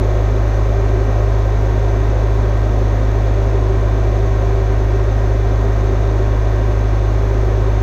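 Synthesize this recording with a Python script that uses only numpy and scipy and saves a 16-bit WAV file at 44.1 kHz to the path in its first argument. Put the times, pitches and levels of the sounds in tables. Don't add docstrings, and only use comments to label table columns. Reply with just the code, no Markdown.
import sys
import numpy as np
from scipy import signal
from scipy.fft import rfft, irfft, next_fast_len
from scipy.io import wavfile
from scipy.ndimage import map_coordinates

SR = 44100
rng = np.random.default_rng(int(sys.argv[2]) if len(sys.argv) > 2 else 0)


def inscribe(sig):
    pcm = np.round(np.clip(np.atleast_2d(sig).T, -1, 1) * 32767)
    wavfile.write(sys.argv[1], SR, pcm.astype(np.int16))


N = 344862

IDLE_RPM, SAG_RPM = 1561.56, 2.4
FIRINGS_PER_TURN, STROKES_PER_TURN = 2, 6
LOAD_PERIOD_S, LOAD_CREST_S = 1.42, 1.63


def crank(jitter_rpm):
    rpm = IDLE_RPM - SAG_RPM * pump_load() + jitter_rpm * drift(rate_hz=5)
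    return np.cumsum(rpm) / 60 / SR


def exhaust(turns, offset_turns, waver):
    # order/crank speed, level/dB
    orders = [(1.0, -40.4), (1.5, -53.0), (2.0, -15.1), (2.5, -39.0), (3.0, -34.4), (3.5, -43.1),
              (4.0, -18.6)]
    angle = 2 * np.pi * (turns - offset_turns)
    strength = 1 + waver * drift(rate_hz=6)
    return -strength * sum(from_db(db) * np.sqrt(2) * np.sin(k * angle) for k, db in orders)


def fan(turns, level_db, gust_db, throb):
    # f/Hz, relative level/dB
    spectrum = [(20, -53), (120, -54), (168, -62), (215, -58), (290, -52.5), (335, -52.5), (365, -47.5),
                (392, -45.5), (430, -55), (540, -51.5), (730, -55), (820, -63), (1030, -60), (1250, -75),
                (2500, -100)]
    pulsation = 1 + throb * np.cos(2 * np.pi * FIRINGS_PER_TURN * turns)
    air = white() * pulsation * from_db(gust_db * drift(rate_hz=2.5))
    lowpass = signal.butter(2, 3000, fs=SR, output="sos")
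    roar = signal.sosfilt(lowpass, colour(air, spectrum))
    growl_band = signal.butter(1, (480, 760), "band", fs=SR, output="sos")
    growl = signal.sosfilt(growl_band, roar)
    growl_gain = from_db(easing(db_per_s=0.32))
    return from_db(level_db) * (roar + growl * (growl_gain - 1))


def gears(turns, gain_db):
    # order/crank speed, relative level/dB
    orders = [(5.5, -49.4), (7.5, -41.4), (9.0, -47.0), (10.0, -38.5), (14.0, -40.5), (15.0, -33.8),
              (15.5, -44.3), (16.0, -46.6), (22.5, -40.9), (27.0, -46.7), (29.0, -48.6), (32.0, -52.7),
              (39.0, -50.8), (50.0, -55.9), (61.0, -54.8), (68.0, -61.2), (69.0, -57.6), (70.0, -57.7),
              (88.0, -60.8), (89.0, -59.0), (92.0, -58.7), (93.0, -64.2), (99.0, -62.9), (110.0, -60.0),
              (116.0, -69.6), (122.0, -70.9), (128.0, -62.5), (130.0, -66.9), (137.0, -64.5),
              (140.0, -62.5), (148.0, -68.0), (170.0, -70.7), (200.0, -71.1), (219.5, -69.7),
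              (239.5, -66.4), (255.0, -70.3)]
    return whine(turns, orders, gain_db, scatter=0.28, scatter_hz=2.8)


def pump(turns, gain_db):
    # order/stroke rate, relative level/dB
    orders = [(5, -51.1), (6, -49.2), (7, -46.1), (8, -50.1), (9, -54.1), (10, -49.8), (11, -59.4),
              (12, -50.1), (13, -56.1), (14, -59.3), (15, -58.9), (16, -67.0), (18, -69.3), (19, -67.4),
              (22, -66.6), (25, -64.1), (27, -73.4), (28, -73.9), (32, -75.4), (35, -71.5), (36, -72.2),
              (40, -65.0), (43, -73.2)]
    return whine(STROKES_PER_TURN * turns, orders, gain_db, scatter=0.2, scatter_hz=3.3)


def casing_force(turns, firing_db, hiss_db):
    strokes = knocks(turns, STROKES_PER_TURN, decay_s=0.0023, uneven_db=0.5, random_db=0)
    firings = knocks(turns, FIRINGS_PER_TURN, decay_s=0.002, uneven_db=2.0, random_db=0.7)
    firings = from_db(firing_db) * np.roll(firings, SR // 300)
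    return np.sqrt(strokes ** 2 + firings ** 2 + from_db(hiss_db) ** 2)


def knocks(turns, per_turn, decay_s, uneven_db, random_db):
    cycles = turns * per_turn
    blow = cycles.astype(int)
    rate_hz = cycles[-1] * SR / N
    age_s = (cycles - blow) / rate_hz
    piston_db = uneven_db * np.cos(2 * np.pi * blow / per_turn)
    scatter_db = random_db * rng.standard_normal(N)[blow]
    return rms_one(from_db(piston_db + scatter_db) * np.exp(-age_s / decay_s))


def clatter(turns, force, level_db, repeat_share):
    # f/Hz, relative level/dB
    spectrum = [(600, -80.5), (1200, -64), (1800, -67), (2400, -74), (3000, -79), (3700, -78), (4700, -82),
                (6550, -83.5), (7300, -91), (9400, -99), (10800, -109), (11700, -106), (12100, -99),
                (15000, -99)]
    turn_samples = round(N / turns[-1])
    one_turn = rng.standard_normal(SR)[:turn_samples]
    repeated = map_coordinates(one_turn, [turns % 1 * turn_samples], order=3, mode="grid-wrap")
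    grain = np.sqrt(repeat_share) * rms_one(repeated) + np.sqrt(1 - repeat_share) * white()
    return from_db(level_db) * colour(force * grain, spectrum)


def casing_ring(force, gain_db, swell_db):
    # f/Hz, nominal width/Hz, relative level/dB
    modes = [(2090, 38, -61.5), (2430, 24, -68.5), (2620, 40, -62), (3440, 32, -66), (3650, 25, -65),
             (3910, 35, -67.5), (4150, 60, -66.5), (4530, 60, -67.5), (5300, 30, -75), (5470, 25, -75.5),
             (5715, 20, -71), (5970, 50, -68), (6080, 18, -62.5), (6320, 28, -62.5), (6400, 22, -66),
             (6540, 30, -67), (6830, 60, -69), (7380, 40, -74.5), (8150, 30, -80), (8340, 60, -80),
             (12080, 90, -77), (12660, 90, -75), (13050, 90, -77.5), (13700, 130, -73), (14930, 70, -80)]
    drive = force * white()
    ringing = sum(from_db(db) * resonate(drive, hz, width_hz) for hz, width_hz, db in modes)
    return ringing * from_db(gain_db + swell_db * pump_load() + easing(db_per_s=0.24))


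def pump_load():
    return np.cos(2 * np.pi * (np.arange(N) / SR - LOAD_CREST_S) / LOAD_PERIOD_S)


def whine(cycles, orders, gain_db, scatter, scatter_hz):
    tones = np.zeros(N)
    for k, db in orders:
        angle = 2 * np.pi * (k * cycles + rng.random())
        in_phase = (1 + scatter * drift(scatter_hz)) * np.sin(angle)
        quadrature = scatter * drift(scatter_hz) * np.cos(angle)
        tones += from_db(db + gain_db) * rms_one(in_phase + quadrature)
    return tones


def resonate(x, hz, width_hz):
    r = np.exp(-2 * np.pi * width_hz / SR)
    section = [1 - r, 0, r - 1, 1, -2 * r * np.cos(2 * np.pi * hz / SR), r * r]
    return rms_one(signal.sosfilt([section, section], x))


def colour(x, spectrum):
    size = next_fast_len(N)
    hz, db = np.transpose(spectrum)
    bins_hz = np.maximum(np.fft.rfftfreq(size, 1 / SR), 1)
    gain = from_db(np.interp(np.log(bins_hz), np.log(hz), db))
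    return rms_one(irfft(rfft(x, size) * gain, size)[:N])


def drift(rate_hz):
    hop, settle = 40, 2000
    r = np.exp(-2 * np.pi * rate_hz * hop / SR)
    noise = rng.standard_normal(N // hop + settle + 2)
    slow = signal.lfilter([1], [1, -2 * r, r * r], noise)[settle:]
    return np.interp(np.arange(N) / hop, np.arange(len(slow)), rms_one(slow))


def easing(db_per_s):
    t = np.arange(N) / SR
    return -db_per_s * (t - t.mean())


def white():
    return rng.standard_normal(N)


def from_db(db):
    return 10 ** (np.asarray(db) / 20)


def rms_one(x):
    return x / np.sqrt(np.mean(x ** 2) + 1e-20)


def scene():
    turns = crank(jitter_rpm=0.8)
    mix = exhaust(turns, offset_turns=0.388, waver=0.007)
    mix += pump(turns, gain_db=1.7)
    mix += gears(turns, gain_db=0.66)
    force = casing_force(turns, firing_db=-6, hiss_db=6.5)
    mix += clatter(turns, force, level_db=-38.0, repeat_share=0.18)
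    mix += casing_ring(force, gain_db=2.0, swell_db=0.5)
    mix += fan(turns, level_db=-24.5, gust_db=0.2, throb=0.059)
    return mix[None]


def record(dry):
    return signal.sosfilt(signal.ellip(12, 0.1, 80, 15250, fs=SR, output="sos"), dry)


dry = scene()
out = record(dry)
inscribe(out)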